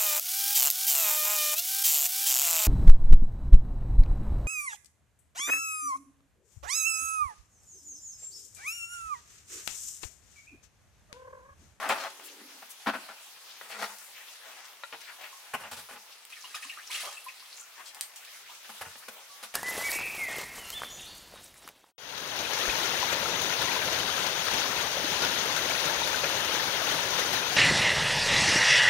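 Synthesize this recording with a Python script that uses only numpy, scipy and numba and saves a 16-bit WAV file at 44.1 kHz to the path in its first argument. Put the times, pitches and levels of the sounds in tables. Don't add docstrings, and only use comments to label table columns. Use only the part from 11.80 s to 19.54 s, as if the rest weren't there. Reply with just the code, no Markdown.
import sys
import numpy as np
from scipy import signal
from scipy.fft import rfft, irfft, next_fast_len
from scipy.io import wavfile
from scipy.ndimage import uniform_filter1d
from numba import njit

SR = 44100
rng = np.random.default_rng(int(sys.argv[2]) if len(sys.argv) > 2 else 0)


def wrap_up_sound(samples):
    columns = np.atleast_2d(samples).T
    tamed = np.clip(columns, -1, 1)
    steps = np.round(tamed * 32767).astype(np.int16)
    wavfile.write(sys.argv[1], SR, steps)


N = 341334
T = np.arange(N) / SR
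SHORT = 16384
TS = T[:SHORT]
TOP_HZ = 16000

# (time [s], level [dB])
HISS_LEVEL = [(0, -51.5), (.6, -54.5), (1.3, -53.5), (2.6, -54), (3.0, -57), (3.4, -53), (4.5, -58),
              (6.2, -56), (6.55, -53.5), (7, -53.5), (7.74, -56)]
# (frequency [Hz], level [dB])
FIRE_COLOUR = [(30, -52), (100, -20), (245, -20), (499, -5), (844, -0.5), (1720, -1), (2550, 0.5),
               (4000, -2), (6380, -3), (7200, -6), (10000, -6.5), (14800, -8.5), (16000, -12.5)]
# (frequency [Hz], level [dB])
SIDE_WIDTH = [(100, -28), (300, -21), (700, -10), (1400, -4), (2800, -.5), (6000, 0), (16000, 0)]
# (frequency [Hz], level [dB])
CRACK_COLOUR = [(800, -42.5), (2500, 11.5), (4000, 10.5), (6500, 3.5), (10000, 4.5), (16000, -7.5)]
# (frequency [Hz], level [dB])
GRIT_COLOUR = [(40, -55), (130, -23), (220, -4), (360, -2.5), (700, -1), (2000, -7), (5000, -9),
               (10000, -10.5), (16000, -11)]
# (frequency [Hz], level [dB])
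PLASTIC_COLOUR = [(100, -32.5), (300, -20.5), (500, -5.5), (800, 0), (1400, 1), (2200, -5.5), (3300, -8.5),
                  (5000, -16), (16000, -45)]
# (frequency [Hz], level [dB])
WATER_COLOUR = [(50, -35), (120, -29), (300, -21.5), (550, -12), (900, -10.5), (1600, -3), (2500, -4),
                (4000, -1.5), (7000, -7.5), (10000, -5.5), (16000, -16)]

TUB_DRAG = dict(start=0, stop=0.24, db=-39, swell_db_per_s=-18.5, release_db_per_s=411)
# (time [s], contact [s], level before gain [dB], bottom thump and rim crack against that level [dB])
TUB_BUMPS = [(.054, 0.025, -40, -8.5, -18), (.09, 0.043, -26.5, -20, -26), (.157, 0.0075, -39, -33, -19),
             (.243, 0.037, -37.5, -32, -21), (.396, 0.0032, -42.5, -18, -10), (.605, 0.014, -55.5, 2, -18),
             (.821, 0.014, -47, -29, -21), (1.059, 0.013, -35.5, -12, -25),
             (1.067, 0.029, -27.5, -7, -19.5), (1.096, 0.013, -32.5, -7, -25),
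             (1.133, 0.033, -35.5, -12, -15), (1.283, 0.046, -46.5, -36, -17)]
# (frequency [Hz], width [Hz], level [dB])
TUB_RESONANCES = [(217, 45, -10.5), (282, 60, -9), (339, 40, -5), (563, 28, -1), (657, 57, 2.5),
                  (768, 62, 1), (863, 52, 5), (1040, 70, 0), (1205, 50, 4.5), (1366, 70, 1),
                  (1466, 55, 2.5), (1680, 70, -9), (1860, 53, -4.5), (2610, 120, -12), (3740, 120, -16)]
# (frequency [Hz], level [dB])
TUB_BOTTOM = [(30, -36), (70, -33), (120, -16), (170, -17), (212, 3.5), (290, 4.5), (400, -1.5), (900, -61)]
# (time [s], level [dB], spectral peak [Hz], level of the echoing copy against that [dB])
SHARP_CLICKS = [(0.0908, -29, 10800, 3.5), (.304, -45, 6500, -5), (2.186, -41, 9100, 0),
                (4.452, -40, 9500, -7), (6.147, -38, 7000, -1), (6.21, -22.5, 4300, -3.5),
                (6.36, -42, 6860, 7.5)]
# (middle [s], effective length [s], level [dB], centre [Hz])
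SHOE_SCUFFS = [(0.218, .07, -43.5, 3540), (0.458, 0.026, -46.5, 11200), (0.909, 0.015, -43.5, 10300),
               (1.906, 0.027, -49, 9100), (1.924, 0.029, -41.5, 2580), (2.025, 0.042, -39, 3900),
               (2.161, 0.28, -54, 10060), (2.688, 0.085, -53.5, 990), (2.79, 0.035, -50.5, 1270),
               (2.855, 0.016, -50, 4900), (3.218, 0.018, -53, 5560), (3.425, 0.058, -51.5, 940),
               (3.681, 0.072, -57.5, 1310), (6, 0.038, -47, 1630), (6.077, 0.025, -45, 4880),
               (6.164, 0.065, -52.5, 1510), (6.851, 0.011, -50, 1820), (7.185, .025, -50.5, 10500),
               (7.371, 0.093, -57, 880)]
# (middle [s], effective length [s], level before gain [dB], centre [Hz], glide [octaves/s])
CLOTH_SWISHES = [(.487, 0.028, -52.5, 2950, -3), (1.71, 0.053, -54, 4100, -4),
                 (2.105, 0.029, -52.5, 1020, -10), (2.215, 0.019, -57.5, 1400, -2),
                 (2.385, 0.067, -52, 2110, -2), (2.48, 0.037, -54, 2850, 1), (2.68, 0.087, -54, 1900, 4.5),
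                 (2.85, 0.1, -56, 1400, -11), (3.2, 0.15, -57.5, 3940, 1), (3.222, 0.019, -52.5, 1900, -3),
                 (3.295, 0.04, -46.5, 1600, -10), (3.44, 0.041, -46, 2180, -4),
                 (4.323, 0.017, -52.5, 4020, 1), (7.125, .025, -55, 1496, -12),
                 (7.23, 0.012, -50.5, 1500, 8)]

HUM_S, HUM_LENGTH_S, HUM_DB = 0.57, 0.23, -64.5
HUM_LOW_HZ, HUM_HIGH_HZ, HUM_SAG_HZ_PER_S = 308, 463, 190

# (time [s], level [dB], low-pass cutoff [Hz])
STOOL_TAPS = [(1.8126, -39.5, 1500), (3.0355, -33.5, 5200)]
STOOL_SHOVE = dict(start=1.82, stop=2.032, db=-36.5, swell_db_per_s=113, release_db_per_s=213.5)
# (frequency [Hz], width [Hz], level [dB])
STOOL_RESONANCES = [(208, 25, 1), (310, 45, -9), (475, 80, 3), (667, 69, 6), (864, 110, 6), (1230, 110, -4),
                    (1400, 130, 1), (1890, 240, 1), (2460, 53, -6), (3800, 350, -7), (4373, 200, -11)]
# (time [s], contact [s], level before gain [dB], thump and crack against that level [dB])
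PAIL_BUMPS = [(3.126, 0.026, -44, -44, -19), (3.736, 0.021, -33.5, -21, -9), (3.8, 0.044, -51, -14, -2.5),
              (3.834, 0.054, -48.5, -28, -24), (3.913, 0.04, -46.5, -17.5, 0.5),
              (3.965, 0.053, -53.5, -12, 4), (4.086, 0.072, -51, -39, -2.5), (4.158, 0.022, -52, -30, -23),
              (6.891, 0.019, -48.5, -36, -3), (7.011, 0.018, -41, -21, -3), (7.046, 0.035, -50.5, -9, -10),
              (7.156, 0.003, -47.5, -30, -16), (7.282, 0.013, -45, -31, -1), (7.627, 0.031, -49, -37, 3.5)]
# (frequency [Hz], width [Hz], level [dB])
PAIL_RESONANCES = [(228, 86, -2), (526, 270, -4), (870, 140, 4.5), (1210, 71, 2), (1480, 88, -3),
                   (1850, 130, -8), (2490, 250, -1.5), (2840, 440, -2.5)]
# (frequency [Hz], level [dB])
PAIL_BOTTOM = [(30, -40), (60, -23), (87, 1.5), (108, -9), (145, 0), (215, -1), (400, -14), (900, -58)]

# (time [s], starting pitch [Hz], level before gain [dB], ring [s])
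GULPS = [(3.527, 1072, -48, 0.026), (4.525, 2420, -39.5, 0.011), (4.566, 1730, -46, 0.01),
         (4.64, 997, -43, 0.0084), (4.644, 2800, -41.5, 0.016), (4.744, 1200, -37.5, 0.0097),
         (4.743, 2440, -38, 0.015), (4.764, 1730, -42.5, 0.012), (4.824, 1780, -41.5, 0.0087),
         (4.826, 2470, -39, .014), (4.847, 1050, -46.5, 0.0187), (4.85, 273, -58, 0.019),
         (4.896, 2700, -35, 0.014), (4.923, 1800, -47, 0.018), (4.972, 1247, -38.5, 0.01),
         (5.096, 952, -46, 0.015), (5.104, 2160, -38, 0.0091), (5.143, 2585, -33, 0.011),
         (5.232, 704, -43.5, 0.01), (5.265, 520, -44.5, 0.01), (5.271, 1176, -38.5, 0.012),
         (5.323, 1740, -50, 0.018), (5.37, 2610, -41.5, 0.018), (5.463, 1028, -41.5, 0.031),
         (5.484, 2420, -37.5, 0.012), (5.623, 1060, -53, 0.015), (5.799, 6940, -41.5, 0.0093),
         (5.816, 1356, -53, 0.023), (6.424, 1500, -51, 0.015), (6.471, 1710, -50, .014),
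         (6.474, 2320, -50, .012)]
JUG_STIR = dict(start=4.5, stop=5.72, db=-55, swell_db_per_s=-2.5, release_db_per_s=80)
# (time [s], level before gains [dB], rise [s], fall [dB/s])
JUG_SPLASHES = [(4.749, -31.5, 0.0031, 602), (4.832, -44.5, 0.02, 150), (5.115, -37, 0.013, 170),
                (5.148, -33, 0.028, 143), (5.25, -39, 0.077, 140)]
# (frequency [Hz], width [Hz], level [dB])
JUG_RESONANCES = [(1260, 99, 8), (1900, 500, -2), (2650, 600, 2)]
# (middle [s], length [s], level before gain [dB], centre [Hz], glide [octaves/s])
JUG_RIVULETS = [(4.625, .025, -50, 5400, -12.5), (4.85, 0.044, -50, 7240, -13),
                (5.01, 0.071, -50.5, 2200, 18), (5.07, 0.02, -46.5, 5600, 1),
                (5.335, 0.088, -53.5, 7100, 9), (5.448, 0.018, -49.5, 11000, 0),
                (5.6, 0.044, -52.5, 4500, -1), (5.735, 0.028, -49.5, 4530, 9),
                (5.79, 0.071, -51, 6600, -0.5), (6.54, 0.034, -54, 2180, -1),
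                (6.68, 0.042, -51.5, 2430, 19), (6.715, .035, -51.5, 1110, 7.5)]
PAIL_CHURN = dict(start=5.23, stop=5.28, db=-48, swell_db_per_s=20, release_db_per_s=158)
POT_TRICKLE = dict(start=6.4, stop=6.8, db=-65, swell_db_per_s=0, release_db_per_s=37)

RING_S, RING_HZ, RING_DB, RING_T60 = 7.499, 1140, -50.5, .8


def amp(db):
    return 10 ** (np.asarray(db) / 20)


def unit(x):
    return x / np.sqrt(np.mean(x ** 2) + 1e-20)


def lasting(x, seconds):
    return x * np.sqrt(seconds * SR / (np.sum(x ** 2) + 1e-20))


def add(track, s, sound):
    i = max(int(s * SR), 0)
    track[i:i + len(sound)] += sound[:len(track) - i]


def causal(power):
    cepstrum = irfft(np.log(power))[:SHORT // 2]
    cepstrum[0] /= 2
    return irfft(np.exp(rfft(cepstrum, SHORT)))[:SHORT // 2]


def colour(x, points, modes=()):
    f = np.fft.rfftfreq(SHORT, 1 / SR) + 1
    hz, db = np.transpose(points)
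    power = amp(np.interp(np.log(f), np.log(hz), db)) ** 2
    for centre, width, peak_db in modes:
        power = power + amp(peak_db) ** 2 / (1 + ((f - centre) / width * 2) ** 2) ** 2
    return signal.oaconvolve(x, causal(power))[:len(x)]


def hump(hz, slope_db):
    octaves = np.arange(-8, 9)
    return np.transpose([hz * 2. ** octaves, -slope_db * np.abs(octaves)])


def high_pass(x, hz):
    return signal.sosfilt(signal.butter(2, hz, "high", fs=SR, output="sos"), x)


@njit
def sweep(x, hz, width):
    y, band, low = np.empty(len(x)), 0., 0.
    for i in range(len(x)):
        g = np.tan(np.pi * hz[i] / SR)
        v = (band + g * (x[i] - low)) / (1 + g * (g + width))
        band, low, y[i] = 2 * v - band, low + 2 * g * v, width * v
    return y


def grains(size, rate, spread_db):
    happens, sign, size_draw = rng.random((3, size))
    size_gain = amp(-spread_db * np.log(np.maximum(size_draw, .01)))
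    return (happens < rate / SR) * np.sign(sign - .5) * size_gain


def walk(rate):
    k = int(SR / rate)
    return uniform_filter1d(np.repeat(rng.standard_normal(N // k + 1), k), k)[:N]


def stroke(start, stop, db, swell_db_per_s, release_db_per_s):
    attack_s = 0.01
    gain_db = db + swell_db_per_s * (np.clip(T, start, stop) - stop) - release_db_per_s * np.maximum(T - stop, 0)
    return amp(gain_db) * np.clip((T - start) / attack_s + 1, 0, 1)


def shed(x, wet_db, side_db=0, early_t60=0.039, late_t60=0.42, late_db=-17, lean=.12):
    fade = (amp(-60 * TS / early_t60) + amp(late_db - 60 * TS / late_t60)) * (TS > .0008)
    mid, side = (lasting(fade * rng.standard_normal(SHORT), 1 / SR) for _ in range(2))
    mid = (TS == 0) + amp(wet_db) * mid
    mid, side = (signal.fftconvolve(h, causal(1 / uniform_filter1d(np.abs(rfft(h)) ** 2, size=45)))
                 for h in (mid, side))
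    centre = signal.oaconvolve(x, mid)[:N]
    across = signal.oaconvolve(x, colour(side, SIDE_WIDTH))[:N] * amp(side_db) / np.hypot(1, amp(-wet_db))
    across = across + lean * high_pass(centre, 300)
    return np.array([centre + across, centre - across])


def fire(crackle_rate=45, crackle_spread_db=5, crackle_db=-13):
    centres = np.geomspace(350, 14000, 14)
    flicker_db, drift_db, swell_db = 2.6, .8, 1.0
    white, hiss = rfft(rng.standard_normal((2, next_fast_len(N)))), 0
    f = np.linspace(0, SR / 2, white.shape[1])
    for band in np.eye(len(centres)):
        band_noise = irfft(white * np.interp(f, centres, band))[:, :N]
        hiss = hiss + band_noise * amp(flicker_db * walk(22) + drift_db * walk(4))
    hiss = hiss * amp(swell_db * walk(14))
    mid = unit(colour(hiss[0], FIRE_COLOUR))
    side = colour(unit(colour(hiss[1], FIRE_COLOUR)), SIDE_WIDTH) * amp(-0.5)
    stereo = np.array([(mid + side) * amp(2.0), (mid - side) * amp(1.1)])
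    crackle = unit(colour(grains(N, crackle_rate, crackle_spread_db), CRACK_COLOUR))
    level = amp(np.interp(T, *np.transpose(HISS_LEVEL)))
    return level * (stereo + amp(crackle_db) * shed(crackle, 2.8))


def rustle(rate=2500, spread_db=5.5, centre_hz=2000, slope_db=6, level_db=-64, swell_db=4):
    rub = colour(colour(grains(N, rate, spread_db), GRIT_COLOUR), hump(centre_hz, slope_db))
    return unit(rub) * amp(level_db + swell_db * walk(11))


def drag(movement, modes, rate, spread_db, crack_db, judder_db=1.9):
    slips = grains(N, rate, spread_db) * amp(judder_db * walk(110))
    walls = unit(colour(slips, PLASTIC_COLOUR, modes))
    crack = amp(crack_db) * unit(colour(slips, CRACK_COLOUR))
    return stroke(**movement) * (walls + crack)


def knocks(rows, modes, thump, gain_db, rate, spread_db, tail_db, tail_t60, rise_share, strike=4):
    out = np.zeros(N)
    for s, contact, db, thump_db, crack_db in rows:
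        rise = rise_share * contact
        force = np.minimum(TS / max(rise, 1e-4), 1)
        force = force * (np.exp(-(TS / contact) ** 4) + amp(tail_db - 60 * TS / tail_t60))
        blow = strike * np.exp(-rise / 0.00044) * (np.arange(SHORT) == int(rise * SR))
        chatter = force * grains(SHORT, rate, spread_db) + blow
        struck = np.array(modes) * (1 + rng.standard_normal((len(modes), 3)) * [.012, 0, 0])
        struck = struck + rng.standard_normal((len(modes), 3)) * [0, 0, 1.2]
        wall = amp(db) * lasting(colour(chatter, PLASTIC_COLOUR, struck), contact)
        bottom = amp(db + thump_db) * lasting(colour(chatter, thump), contact)
        rim = amp(db + crack_db) * lasting(colour(chatter, CRACK_COLOUR), contact)
        add(out, s, wall + bottom + rim)
    return out * amp(gain_db)


def clicks(slope_db=4):
    fizz, t60 = .15, .0055
    direct, echoing = np.zeros(N), np.zeros(N)
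    for s, db, hz, echo_db in SHARP_CLICKS:
        burst = high_pass(fizz * rng.standard_normal(SHORT) * amp(-60 * TS / t60) + (TS == 0), 450)
        rung = colour(burst, hump(hz, slope_db), [(3180, 1480, 1.6), (8700, 4100, -1)])
        click = amp(db) * lasting(rung, 0.0011)
        add(direct, s, click)
        add(echoing, s, click * amp(echo_db))
    return direct + shed(echoing, 30.03, early_t60=0.19, late_t60=0.38, late_db=-29.5)


def scuffs(rate=5000, spread_db=4.5, slope_db=8, count=6, width_hz=170, resonance_db=1):
    out = np.zeros(N)
    middle = TS[-1] / 2
    for s, length, db, hz in SHOE_SCUFFS:
        rub = grains(SHORT, rate, spread_db) * np.exp(-np.pi / 2 * ((TS - middle) / length) ** 2)
        resonances = [(hz * 2 ** octaves, width_hz, resonance_db) for octaves in rng.uniform(-0.954, 1, count)]
        rubbed = colour(colour(rub, GRIT_COLOUR), hump(hz, slope_db), resonances)
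        add(out, s - middle, amp(db) * lasting(rubbed, length))
    return out


def swishes(rows, rate, spread_db, width, gain_db):
    out = np.zeros(N)
    since = TS - TS[-1] / 2
    for s, length, db, hz, glide in rows:
        rub = grains(SHORT, rate, spread_db) * np.exp(-np.pi / 2 * (since / length) ** 2)
        centre = np.clip(hz * 2 ** (glide * since), 300, 15000)
        banded = sweep(sweep(rub, centre, width), centre, width)
        add(out, s + since[0], amp(db) * lasting(banded, length))
    return out * amp(gain_db)


def hum(upper_db=-1.0):
    width = .36
    since = np.clip(T - HUM_S, -1, 1)
    centres = (HUM_LOW_HZ - HUM_SAG_HZ_PER_S * since, np.full(N, 1. * HUM_HIGH_HZ))
    low, high = (unit(sweep(sweep(rng.standard_normal(N), hz, width), hz, width)) for hz in centres)
    return amp(HUM_DB) * np.exp(-(since / HUM_LENGTH_S) ** 2) * (low + amp(upper_db) * high)


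def stool(body_db=-9):
    contact, tail_db, tail_t60 = .005, -20, .08
    upper_modes = STOOL_RESONANCES[len(STOOL_RESONANCES) // 2:]
    taps = np.zeros(N)
    for s, db, bright_hz in STOOL_TAPS:
        fade = np.exp(-(TS / contact) ** 2) + amp(tail_db - 60 * TS / tail_t60)
        force = 4 * (TS == 0) + grains(SHORT, 3000, 2) * fade
        rung = colour(force, np.add(PLASTIC_COLOUR, [0, body_db]), upper_modes)
        softened = signal.sosfilt(signal.butter(2, bright_hz, fs=SR, output="sos"), rung)
        add(taps, s, amp(db) * lasting(softened, contact))
    return taps + drag(STOOL_SHOVE, STOOL_RESONANCES, rate=2800, spread_db=4.5, crack_db=-10.5)


def bubble(hz, ring, glide):
    t = TS[:int(3 * ring * SR)]
    tone = np.sin(2 * np.pi * hz * (t + glide * t ** 2 / ring / 2))
    return tone * np.exp(-2 * t / ring) * (1 - np.exp(-(t * hz / 2) ** 2))


def plops(stagger=0.017, follower_ring=0.0056, gain_db=-3.0, spray_slope_db=6):
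    out = np.zeros(N)
    count, scatter, follower_db, glide, spray_db = 6, .18, -5, .1, -10
    for s, hz, db, ring_s in GULPS:
        gulp = np.zeros(SHORT)
        unrest = min(1, 0.0143 / ring_s) ** 2
        add(gulp, 0, bubble(hz, ring_s, glide * unrest))
        for detune, late in zip(rng.standard_normal(count), rng.random(count)):
            follower = bubble(hz * np.exp(scatter * detune), follower_ring, glide)
            add(gulp, stagger * late, unrest * amp(follower_db) * follower)
        spray = rng.standard_normal(SHORT) * TS * np.exp(-2 * TS / ring_s)
        spray = colour(spray, hump(hz, spray_slope_db))
        add(out, s, amp(db) * lasting(gulp, ring_s))
        add(out, s - .004, unrest * amp(db + spray_db) * lasting(spray, ring_s))
    return out * amp(gain_db)


def swarm(movement, count, cycles, size_db, low_hz, high_hz, glide=0.061):
    out = np.zeros(N)
    settle_s = .25
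    start, end = movement["start"], movement["stop"] + settle_s
    for when, pitch, size in rng.random((count, 3)):
        hz = low_hz * (high_hz / low_hz) ** np.sqrt(pitch)
        level = amp(-size_db * np.log(size + 0.014))
        add(out, start + when * (end - start), level * lasting(bubble(hz, cycles / hz, glide), 1 / SR))
    return lasting(colour(out, WATER_COLOUR), end - start)


def slosh(spray_db=-4.0, fizz_db=-4.5):
    stir = stroke(**JUG_STIR)
    for s, db, rise, fall_db_per_s in JUG_SPLASHES:
        fall = amp(db - fall_db_per_s * np.maximum(T - s, 0))
        stir = np.hypot(stir, fall * np.exp(-(np.minimum(T - s, 0) / rise) ** 2))
    spray = unit(colour(grains(N, 2400, 3.5) * amp(2 * walk(80)), WATER_COLOUR, JUG_RESONANCES))
    fizz = swarm(JUG_STIR, count=1800, cycles=18, size_db=3.2, low_hz=1400, high_hz=11000, glide=.1)
    return stir * (amp(spray_db) * spray + amp(fizz_db) * fizz)


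def churn():
    bubbles = swarm(PAIL_CHURN, count=110, cycles=7, size_db=1.5, low_hz=300, high_hz=1150)
    return stroke(**PAIL_CHURN) * bubbles


def trickle():
    bubbles = swarm(POT_TRICKLE, count=40, cycles=22, size_db=2.5, low_hz=1000, high_hz=3800, glide=.12)
    return stroke(**POT_TRICKLE) * bubbles


def ring():
    since = np.maximum(T - RING_S, 0)
    return amp(RING_DB - 60 * since / RING_T60) * np.sin(2 * np.pi * RING_HZ * since)


def scene():
    tail_db, tub_t60, pail_t60 = -18, .27, .11
    tub = drag(TUB_DRAG, TUB_RESONANCES, rate=2000, spread_db=1.0, crack_db=-15) + hum()
    tub = tub + knocks(TUB_BUMPS, TUB_RESONANCES, TUB_BOTTOM, gain_db=1.0, rate=3400, spread_db=2.5,
                       tail_db=tail_db, tail_t60=tub_t60, rise_share=0.13)
    clothes = rustle() + swishes(CLOTH_SWISHES, rate=6000, spread_db=5, width=0.86, gain_db=1.5)
    pail = knocks(PAIL_BUMPS, PAIL_RESONANCES, PAIL_BOTTOM, gain_db=4.0, rate=5300, spread_db=3.0,
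                  tail_db=tail_db, tail_t60=pail_t60, rise_share=0.027)
    rivulets = swishes(JUG_RIVULETS, rate=2800, spread_db=7, width=0.35, gain_db=-0.5)
    water = plops() + slosh() + rivulets + churn() + trickle()
    return (fire() + clicks()
            + shed(tub + stool(), -3.0, side_db=0.0, lean=0.22)
            + shed(scuffs() + clothes, 1.0, side_db=-1.5, lean=0.35)
            + shed(pail + ring(), -0.59, side_db=-1.0, lean=0.087)
            + shed(water, 1.64, side_db=-2.0, lean=0.049))


def record(dry):
    return signal.sosfilt(signal.ellip(10, .2, 70, TOP_HZ, fs=SR, output="sos"), dry)


dry = scene()
out = record(dry)
wrap_up_sound(out)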